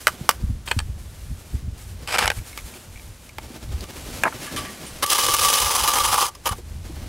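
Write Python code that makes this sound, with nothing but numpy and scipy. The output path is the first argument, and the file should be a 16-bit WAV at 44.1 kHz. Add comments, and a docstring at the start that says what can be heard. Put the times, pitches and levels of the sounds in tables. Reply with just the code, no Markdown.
"""An outdoor yard with a concrete slab. A mason taps, chops and smooths mortar with a pointed steel
trowel: knocks and crushed sand drive the damped blade, and wet paste hisses under its flat. The trowel
drops into a plastic bucket; a notched one rings as it is lifted, then combs the bed, its teeth sticking
and slipping on the concrete. Wind buffets the microphone and work clothes rustle throughout."""
import sys
import numpy as np
from scipy import signal
from scipy.fft import rfft, irfft
from scipy.io import wavfile
from scipy.ndimage import uniform_filter1d

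SR = 44100
rng = np.random.default_rng(int(sys.argv[2]) if len(sys.argv) > 2 else 0)


def int16_out(signal):
    """Quantize to a 16-bit WAV file."""
    q = np.round(np.clip(np.atleast_2d(signal).T, -1, 1) * 32767)
    wavfile.write(sys.argv[1], SR, q.astype(np.int16))


N = 312228
TIME = np.arange(N) / SR
SHORT = 8192  # samples in one knock or skid

# tone of wet mortar: (frequency [Hz], level [dB])
PASTE_TONE = [(150, -0.5), (600, 1.5), (1300, 1), (2500, 0.5), (5000, -1.5), (9000, 0.5), (11500, -1),
              (14000, -5.5), (16000, -12)]
# tone of a trowel blade: (frequency [Hz], level [dB])
TROWEL_TONE = [(150, -3), (300, -18), (500, -0.5), (850, -9), (1600, -2), (2600, -3.5), (3700, -6),
               (6000, -10.5), (10000, -9), (13000, -17.5), (16000, -23)]
# resonances of the notched blade: (frequency [Hz], width [Hz], lift [dB])
NOTCHED_MODES = [(533, 90, 0.5), (1160, 46, 13), (1218, 50, 10), (1656, 170, 5), (2110, 62, 2.5),
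                 (2980, 260, 5.5), (3250, 120, 3), (5030, 180, 7), (5600, 120, 3.5), (6070, 180, 5.5),
                 (6350, 120, 3.5), (9580, 260, 4), (10450, 300, 3)]


def undb(db):
    """Decibels to gain."""
    return 10 ** (np.asarray(db) / 20)


def unit(x):
    """Scale to rms 1."""
    return x / np.sqrt(np.mean(x ** 2) + 1e-18)


def curve(rows, column):
    """One dB column of a table, joined by straight lines in time; silent outside it."""
    rows = np.array(rows)
    return np.interp(TIME, rows[:, 0], rows[:, column], left=-120, right=-120)


def add(out, s, x):
    """Mix x into out from time s."""
    i = max(int(s * SR), 0)
    out[i:i + len(x)] += x[:max(len(out) - i, 0)]


def body(tone, modes=(), size=4096):
    """Causal impulse response, energy 1, of a broad tone lifted by resonances."""
    f = np.maximum(np.arange(size // 2 + 1) * SR / size, 1)
    hz, db = np.transpose(tone)
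    db = np.interp(np.log(f), np.log(hz), db) - 20 * np.log10(1 + (hz[0] / f / 2) ** 2)
    for centre, width, lift in modes:
        db = db + lift / (1 + (2 * (f - centre) / width) ** 2)
    cepstrum = irfft(np.log(undb(db)))
    fold = 1 + np.sign(size // 2 - np.arange(size))  # minimum phase keeps the attack sharp
    fold[0] = 1
    return unit(irfft(np.exp(rfft(cepstrum * fold)))) / np.sqrt(size)


def ring(force, response):
    """Drive a body with a force."""
    return signal.fftconvolve(force, response)[:len(force)]


def split(x, hz):
    """The parts below and above a frequency."""
    return [signal.sosfilt(signal.butter(4, hz, kind, fs=SR, output="sos"), x)
            for kind in ("low", "high")]


def walk(rate):
    """Random drift, rms 1: levels held 1 / rate s and smoothed twice."""
    hold = int(SR / rate)
    held = rng.standard_normal(N)[np.arange(N) // hold]
    return unit(uniform_filter1d(uniform_filter1d(held, hold), hold))


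def sand(rate, spread_db):
    """Clicks of grains, rate a second: many small, a few large."""
    when, weight, polarity = rng.random((int(rate * N / SR), 3)).T
    size = undb(spread_db * np.minimum(-np.log(1 - weight), 4))
    return unit(np.bincount((when * N).astype(int), size * np.sign(polarity - .5), N))


def strokes(rows, attack, release):
    """Envelope of hand movements: each sets in, swells or fades evenly, and dies away."""
    out, t = np.zeros(N), TIME[:SR]
    for s, length, start_db, end_db in rows:
        gain = undb(np.interp(t, [0, length], [start_db, end_db]))
        add(out, s, gain * np.minimum(t / attack, 1) * np.exp(-np.maximum(t - length, 0) / release))
    return out


def blows(rows, tone, modes, cross_hz, crunch, width, lift_db):
    """A click and a dying crunch; where it lands picks a main resonance, hardness the treble."""
    out, t = np.zeros(N), TIME[:SHORT]
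    for s, db, decay, treble_db, hz in rows:
        low, high = split(body(tone, [*modes, (hz, width * hz, lift_db)]), cross_hz)
        force = crunch * rng.standard_normal(SHORT) * np.exp(-t / decay)
        force[0] += 1
        hit = unit(ring(force, low + undb(treble_db) * high))
        add(out, s, hit * undb(db) * np.sqrt((.005 + decay) * SR / SHORT))
    return out


def skid(length, rise, release):
    """Envelope of a slip: builds up, and dies away after its length."""
    t = TIME[:SHORT]
    return np.minimum(t / rise, 1) * np.exp(-np.maximum(t - length, 0) / release)


def skids(rows, grains, tone, modes, cross_hz, blade_trim_db, grit_trim_db, rise, release, edge_db):
    """Slips crush grains; the blade bends with the lows, the bit of edge that catches tints the highs."""
    out = np.zeros(N)
    spots_hz = rng.uniform(3000, 14000, (len(rows), 9))
    for (s, length, blade_db, grit_db), spot in zip(rows, spots_hz):
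        edge = [(hz, hz / 20, edge_db) for hz in spot]
        blade, grit = split(body(tone, [*modes, *edge], size=2048), cross_hz)
        i = int(s * SR)
        force = grains[i:i + SHORT] * skid(length, rise, release)
        for part, db in ((blade, blade_db + blade_trim_db), (grit, grit_db + grit_trim_db)):
            add(out, s, unit(ring(force, part)) * undb(db) * np.sqrt(length * SR / SHORT))
    return out


def stick_slip(hard, span_s, gap_s, length_s, blade_db, grit_db, jitter):
    """Between its hard slips a dragged edge keeps catching about every gap_s; returns all the slips."""
    times = [s for s, *_ in hard if span_s[0] < s < span_s[1]]
    due = [s for a, b in zip(times, times[1:])
           for s in np.linspace(a, b, round((b - a) / gap_s) + 1)[1:-1]]
    chance = rng.uniform(-0.98, 1, (len(due), 4))
    lesser = [(s + jitter * gap_s * late, length_s * 2 ** (.5 * stretch),
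               blade_db + 2 * bend, grit_db + 2 * crush)
              for s, (late, stretch, bend, crush) in zip(due, chance)]
    return list(hard) + lesser


def outdoors():
    """A faint bed of open air."""
    # tone of the air: (frequency [Hz], level [dB])
    air_tone = [(40, 3), (150, 1), (400, -4), (1000, -12), (3000, -16.5), (9000, -19.5), (16000, -32)]
    return unit(ring(rng.standard_normal(N), body(air_tone))) * undb(-51.5)


def wind():
    """A restless breeze and bell-shaped gusts rumble on the microphone; a few eddies thump sharply."""
    # tone of the turbulence: (frequency [Hz], level [dB])
    rumble = [(15, -12), (30, -9), (50, 2.5), (72, 2), (105, -6), (150, -15), (220, -20.5), (350, -36),
              (700, -69), (2000, -79)]
    # gusts: (peak time [s], length [s], level [dB])
    gusts = [(0.478, 0.14, -26.5), (0.86, 0.25, -32), (1.285, 0.16, -34), (1.55, 0.034, -23.5),
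             (1.677, 0.1, -29.5), (1.932, 0.15, -34.5), (2.258, 0.06, -29.5), (2.393, 0.04, -26.5),
             (2.651, 0.045, -34.5), (2.965, 0.028, -36.5), (3.1, 0.037, -38), (3.737, 0.14, -29),
             (4.134, .14, -38), (4.582, .07, -36.5), (5.297, .06, -36), (5.652, 0.057, -31),
             (5.832, 0.052, -33), (6.06, 0.15, -35.5), (6.53, 0.067, -35), (6.72, 0.18, -35.5),
             (7.025, 0.29, -33)]
    # sharp buffets: (time [s], level [dB], decay [s], treble [dB], resonance [Hz])
    buffets = [(0.209, -26.5, 0.0066, 18, 131), (.433, -18.5, 0.0094, 3, 90), (.49, -22.5, 0.016, 3, 69.6),
               (.763, -17, 0.0086, -3, 80), (0.889, -21, 0.0078, 2, 85.6), (1.305, -24.5, 0.016, 0, 81.6),
               (1.54, -24, 0.0069, 9, 60), (1.675, -29, 0.011, 7, 71), (3.734, -25, 0.013, -2, 91),
               (6.508, -22.5, 0.0087, 5, 64.4)]
    eddies = ring(rng.standard_normal(N), body(rumble))
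    eddies /= np.sqrt(uniform_filter1d(eddies ** 2, int(.06 * SR)) + 0.036)  # even out the level
    swells = sum(undb(db) * np.exp(-2 * ((TIME - s) / length) ** 2) for s, length, db in gusts)
    breeze = undb(-44.5 + 4 * walk(14))
    thumps = blows(buffets, rumble, [], cross_hz=170, crunch=0.1, width=0.16, lift_db=4.5)
    return eddies * np.hypot(swells, breeze) + thumps


def smoothing():
    """Fine wet sand hisses under the flat of the blade, stroke by stroke."""
    # passes over the mortar: (time [s], length [s], start level [dB], end level [dB])
    passes = [(0, 0.51, -40, -50.5), (.655, 0.28, -36.5, -59), (.98, 0.58, -51.5, -44.5),
              (1.77, 0.15, -44.5, -45), (2.31, 0.42, -40.5, -41), (2.74, 0.71, -43, -53),
              (6.43, 0.15, -45, -45)]
    hiss = unit(ring(sand(rate=16000, spread_db=2.5), body(PASTE_TONE)))
    flicker = undb(2.4 * walk(30.9) - 2.9)
    return hiss * strokes(passes, attack=0.01, release=0.026) * flicker


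def clothes():
    """With each move heavy cloth rubs in uneven folds and a sleeve swishes; at times it bumps softly."""
    # the mason shifts and reaches: (time [s], length [s], rub [dB], swish [dB])
    moves = [(0, 0.35, -45.5, -62), (1.957, 0.28, -42.5, -52), (2.596, .25, -48.5, -57),
             (3.398, 0.51, -41, -45.5), (3.919, 0.36, -40.5, -38), (4.092, 0.065, -47, -46),
             (4.288, 0.23, -41.5, -44.5), (4.38, 0.055, -46.5, -36), (4.504, 0.088, -31.5, -42),
             (4.645, 0.35, -42, -39), (6.607, 0.23, -59, -50), (6.828, 0.33, -42, -48)]
    # tones of heavy cloth and of the sleeve: (frequency [Hz], level [dB])
    cloth_tone = [(70, -3), (180, 4.5), (350, -0.5), (700, -6.5), (1500, -12.5), (3000, -13.5),
                  (6000, -16.5), (15000, -24)]
    sleeve_tone = [(150, -3), (600, 2.5), (1300, 0), (2500, 0), (5000, -1.5), (9000, -2.5), (11500, -3.5),
                   (14000, -12), (16000, -16)]
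    # bumps of sleeve and knee: (time [s], level [dB], decay [s], treble [dB], resonance [Hz])
    bumps = [(3.502, -39, 0.012, -18, 249), (4.538, -30.5, .025, -7, 277), (6.583, -40, 0.012, 0, 416),
             (6.895, -37, 0.013, -19, 340)]
    ease = dict(attack=0.057, release=0.061)
    rubbing = strokes([(s, length, db, db) for s, length, db, _ in moves], **ease)
    swishing = strokes([(s, length, db, db) for s, length, _, db in moves], **ease)
    folds = sand(rate=6000, spread_db=0.5) * undb(3.7 * walk(45))
    rub = unit(ring(folds, body(cloth_tone)))
    rub *= np.hypot(rubbing, undb(-54.5))  # a faint rustle stays between moves
    swish = unit(ring(sand(rate=16000, spread_db=4.5), body(sleeve_tone)))
    swish *= np.hypot(swishing, undb(-51.5)) * undb(0.79 * walk(25.02) - 4.5)
    return rub + swish + blows(bumps, cloth_tone, [], cross_hz=784, crunch=0.56, width=0.48, lift_db=16)


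def pointed_trowel():
    """Knocks on the slab, chops and a gritty scrape; the mortar damps the blade at once."""
    # knocks on the slab: (time [s], level [dB], decay [s], treble [dB], resonance [Hz])
    taps = [(.0703, -8, 0.0022, -5, 1470), (.0786, -19, 0.003, 3, 1500), (.0834, -22, 0.004, -24, 1150),
            (.089, -34, 0.009, 5, 1140), (.2913, -4.5, 0.0022, 2, 1150), (.2983, -33, .002, -13, 1250),
            (.308, -32, .003, 18, 1110), (.3116, -27, 0.0018, 5, 1920), (2.576, -31, 0.0035, 1.5, 1410),
            (3.384, -28.5, 0.0031, -9.5, 840)]
    # the edge scrapes the slab: (time [s], length [s], start level [dB], end level [dB])
    scrapes = [(.668, 0.045, -41, -45), (2.072, 0.082, -35, -20.5), (2.183, 0.056, -26, -26)]
    # chops through mortar, and the hardest catches of sand: (time [s], length [s], blade [dB], grit [dB])
    chops = [(.675, 0.0052, -33, -33.5), (.685, 0.0027, -35, -29), (.7115, 0.0044, -20.5, -21.5),
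             (.716, 0.0021, -20, -27), (.721, 0.0042, -45, -44), (.7885, 0.0038, -31, -20.5),
             (.801, 0.0023, -30.5, -33)]
    hard_catches = [(2.074, .0028, -38, -29), (2.141, 0.0025, -19, -33), (2.151, 0.0045, -19, -34),
                    (2.159, .0043, -20.5, -30), (2.183, 0.0086, -18.5, -17), (2.222, .0069, -19.5, -29),
                    (2.243, 0.0052, -20, -28), (2.256, 0.0033, -18, -22), (2.277, 0.0023, -14, -15.5),
                    (2.301, 0.004, -17, -21), (2.315, .003, -25, -32)]
    # single grains flick the blade: (time [s], level [dB])
    ticks = [(2.387, -43), (2.529, -41), (2.587, -36.5), (2.738, -42.5), (2.959, -45), (2.974, -44),
             (2.996, -46), (3.292, -43)]
    # tones of the blade knocked and chopping: (frequency [Hz], level [dB])
    knock_tone = [(100, -35), (300, -12), (600, -6.5), (1000, -5), (2100, -9.5), (3500, -12.5), (8000, -13),
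                  (12000, -12.5), (16000, -18)]
    chop_tone = [(200, -17), (550, -9.5), (850, -9), (1500, -7.5), (2600, -6.5), (3700, -3.5), (6000, -10),
                 (8500, -8.5), (12000, -19), (16000, -23)]
    # its resonances knocked, chopping and scraping: (frequency [Hz], width [Hz], lift [dB])
    knock_modes = [(2080, 230, 4.5), (2940, 250, 5), (4530, 200, 3), (5140, 350, 7), (5870, 230, 3),
                   (8170, 790, 4)]
    chop_modes = [(860, 160, 12), (1260, 70, 5), (1707, 140, 11.5), (2500, 270, 10.5), (3130, 200, 13),
                  (4400, 280, 9), (7200, 250, 4), (8200, 360, 14.5)]
    scrape_modes = [(834, 220, 11.5), (1180, 470, 6.5), (1540, 140, 5.5), (2390, 450, 7), (3050, 370, 6.5),
                    (5000, 1000, 8), (8000, 280, 6.5)]
    grit = sand(rate=3500, spread_db=1) * undb(2 * walk(300))
    out = unit(ring(grit, body(TROWEL_TONE, scrape_modes)))
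    out *= strokes(scrapes, attack=0.0046, release=0.007) * undb(0.5)
    catches = stick_slip(hard_catches, span_s=(2.13, 2.28), gap_s=.013, length_s=0.004,
                         blade_db=-24, grit_db=-29.5, jitter=.15)
    out += skids(catches, sand(rate=5000, spread_db=3.5), TROWEL_TONE, scrape_modes, cross_hz=2080,
                 blade_trim_db=0.5, grit_trim_db=-0.2, rise=0.0005, release=0.0016, edge_db=6)
    out += skids(chops, sand(rate=11000, spread_db=4.5), chop_tone, chop_modes, cross_hz=2170,
                 blade_trim_db=3.5, grit_trim_db=-0.5, rise=0.00079, release=0.00088, edge_db=-3)
    out += blows(taps, knock_tone, knock_modes, cross_hz=2800, crunch=0.15, width=0.52, lift_db=12.5)
    tick_hits = [(s, db, 0.0038, -8, 2310) for s, db in ticks]  # same columns as taps
    return out + blows(tick_hits, PASTE_TONE, [], cross_hz=5940, crunch=0.55, width=0.21, lift_db=18.5)


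def tool_swap():
    """One trowel clatters into the bucket; the other is picked up and rings freely."""
    # light touches of steel, and the trowel landing and rocking in the bucket:
    # (time [s], level [dB], decay [s], treble [dB], resonance [Hz])
    touches = [(3.808, -37, 0.0028, 22, 4800), (3.84, -37.5, 0.002, -2, 1240),
               (4.415, -40.5, 0.06, 14, 1750), (4.465, -37.5, 0.037, -3, 1730),
               (4.562, -29, 0.022, 8, 1150), (4.574, -32.5, 0.04, 8, 1120), (4.65, -38, 0.044, -1, 1940),
               (4.865, -40, 0.029, 9, 8900)]
    bucket_hits = [(4.2356, -14, 0.002, 16, 1580), (4.2385, -22.5, 0.0021, 32, 2500),
                   (4.242, -25, 0.0084, -7, 930), (4.2543, -19, 0.0069, -13, 1480),
                   (4.2618, -24, 0.0034, -11, 1060), (4.265, -21, 0.0048, -12, 650),
                   (4.2705, -28, 0.0021, -14, 900), (4.2765, -26, .002, 1, 1800),
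                   (4.279, -23.5, .003, -2, 900), (4.325, -35.5, 0.0092, 15, 1300)]
    # tone of the plastic bucket: (frequency [Hz], level [dB])
    bucket_tone = [(80, -9), (300, 2.5), (550, -0.5), (850, 4), (1500, 0), (2300, -7), (3100, -19),
                   (4500, -31), (9000, -21.5), (16000, -41)]
    # partials of the lifted notched blade: (frequency [Hz], level [dB], t60 [s])
    partials = [(1152, -30.5, 0.49), (2918, -54, .3), (4830, -51, .08), (6487, -52, .3)]
    out = blows(bucket_hits, bucket_tone, [], cross_hz=2390, crunch=0.23, width=0.27, lift_db=10.5)
    out += blows(touches, TROWEL_TONE, NOTCHED_MODES, cross_hz=2480, crunch=0.42, width=0.15,
                 lift_db=11.5)
    lift_s, t = 4.572, TIME[:SR]
    ping = sum(undb(db - 60 * t / t60) * np.sin(2 * np.pi * hz * t) for hz, db, t60 in partials)
    add(out, lift_s, ping)
    return out


def notched_trowel():
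    """Teeth grind, stick and skid in jerks; as the blade tilts it flexes below its main note."""
    # the pull through the bed, then the flick clear: (time [s], drag [dB], flex [dB])
    pull = [(5.02, -47, -15), (5.11, -22, -20), (5.17, -21.5, -3), (5.35, -20.5, -29), (5.54, -18, -15),
            (5.61, -21, -4), (5.79, -24, 5), (6.02, -24.5, 5), (6.23, -22, 6.5), (6.29, -33, 10.5),
            (6.31, -70, 8)]
    flick = [(6.43, -70, 5), (6.46, -29, 4.5), (6.5, -38, -3.5), (6.53, -33, 8.5), (6.57, -79, -2)]
    # hardest skids, where teeth land or break loose: (time [s], length [s], blade [dB], grit [dB])
    hard_slips = [(5.024, .017, -16, -18), (5.061, 0.0032, -31, -18), (5.099, 0.0055, -28, -13.5),
                  (5.112, 0.021, -18, -16), (5.18, 0.011, -17.5, -19.5), (5.282, .011, -15, -24),
                  (5.336, 0.011, -20, -15.5), (5.527, .012, -19, -18), (5.748, 0.018, -22, -18.5),
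                  (5.875, .02, -16.5, -16.5), (5.934, 0.0064, -17, -16), (5.953, 0.035, -18.5, -22),
                  (6.039, 0.022, -19, -19.5), (6.123, 0.024, -19.5, -20.5), (6.213, 0.016, -20.5, -21),
                  (6.349, .0048, -37.5, -37), (6.456, 0.023, -19.5, -22.5), (6.489, 0.0032, -16.5, -21.5),
                  (6.512, 0.017, -28.5, -37)]
    # tones of the steel and of its flexing: (frequency [Hz], level [dB])
    steel_tone = [(120, -9), (260, -8.5), (400, -1.5), (540, 4), (660, -7), (800, 3.5), (1150, 3.5),
                  (1500, -6.5), (2500, -3.5), (3500, 0), (4500, 0), (8000, -0.5), (10500, 0.5), (13000, -6),
                  (16000, -5.5)]
    flex_tone = [(500, -30), (680, -12.5), (790, -0.5), (980, 3.5), (1100, -1.5), (1400, -6), (1900, -36)]
    slips = stick_slip(hard_slips, span_s=(5.1, 6.25), gap_s=.0425, length_s=0.012,
                       blade_db=-23, grit_db=-20.5, jitter=0.19)
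    stick_s = 0.0054  # the teeth stick just before each skid, and the drag dips slightly
    stuck, jerks = np.zeros(N), np.zeros(N)
    for s, length, blade_db, _ in slips:
        add(stuck, s - stick_s, skid(stick_s, rise=0.0073, release=0.0013))
        add(jerks, s, undb(blade_db - 4.5) * skid(length, rise=0.0019, release=0.0023))
    drag = undb(curve(pull + flick, column=1) - stuck)
    grind = unit(sand(rate=6000, spread_db=4) * undb(1.74 * walk(220))) * drag
    chatter = skids(slips, sand(rate=6000, spread_db=3.5), steel_tone, NOTCHED_MODES, cross_hz=1960,
                    blade_trim_db=-4.5, grit_trim_db=-2.5, rise=0.0011, release=0.0035, edge_db=4.5)
    flex = ring(sand(rate=3000, spread_db=4) * (drag + jerks), body(flex_tone))
    flex *= undb(curve(pull + flick, column=2) - 11)
    steel = ring(grind, body(steel_tone, NOTCHED_MODES)) + chatter + flex
    return block_reflection(steel, start_s=pull[0][0], share=0.36)


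def block_reflection(x, start_s, share):
    """Highs bounce off a stone block; the path grows as the hand travels, so their colour shifts."""
    low, high = split(x, 2600)
    delay_s = .0026 + 0.000248 * (TIME - start_s) + .00004 * walk(7)
    echo = np.interp(TIME - delay_s, TIME, high)
    return low + (high + share * echo) / np.sqrt(1 + share ** 2)


def yard(x, near_db, near_t60, far_db, far_t60):
    """Dull scatter from the stone blocks close by and a faint tail from distant walls."""
    t = TIME[:SR // 2]
    fade = undb(near_db - 60 * t / near_t60) + undb(far_db - 60 * t / far_t60)
    low, high = split(rng.standard_normal(len(t)) * fade * (t > .003), 1880)
    return ring(x, low + undb(-2.5) * high)


def ground_scatter(x, decay):
    """Glancing reflections from the ground arrive a little late and differ between left and right."""
    t = TIME[:SHORT]
    glance = rng.standard_normal(SHORT) * np.exp(-t / decay) * (t > .004)
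    return ring(x, unit(glance) / np.sqrt(SHORT))


def scene():
    """The work lies nearly straight ahead; a little scatter and open air give it width."""
    soft = smoothing() + clothes()
    knocks = pointed_trowel() + tool_swap()
    comb = notched_trowel()
    work = knocks + comb + soft
    gusts = wind()
    reverb = yard(work, near_db=-35.5, near_t60=0.073, far_db=-70, far_t60=1.0)
    mid = work + reverb + gusts + outdoors()
    send = undb(-32) * knocks + undb(-30) * comb + undb(-20.5) * soft + undb(-42) * gusts
    side = ground_scatter(send, decay=0.013) + undb(-17) * outdoors()
    pan_db = 1.5 * (1 - np.tanh((TIME - 0.35) * 20)) / 2  # the mix leans right for the first taps
    return np.array([(mid + side) * undb(-pan_db / 2), (mid - side) * undb(pan_db / 2)])


def record(dry):
    """The hardest knocks overload the input; the top is cut."""
    top_cut = signal.ellip(10, .2, 80, 15700, fs=SR, output="sos")
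    return signal.sosfilt(top_cut, np.clip(dry, -.97, .97))


dry = scene()
out = record(dry)
int16_out(out)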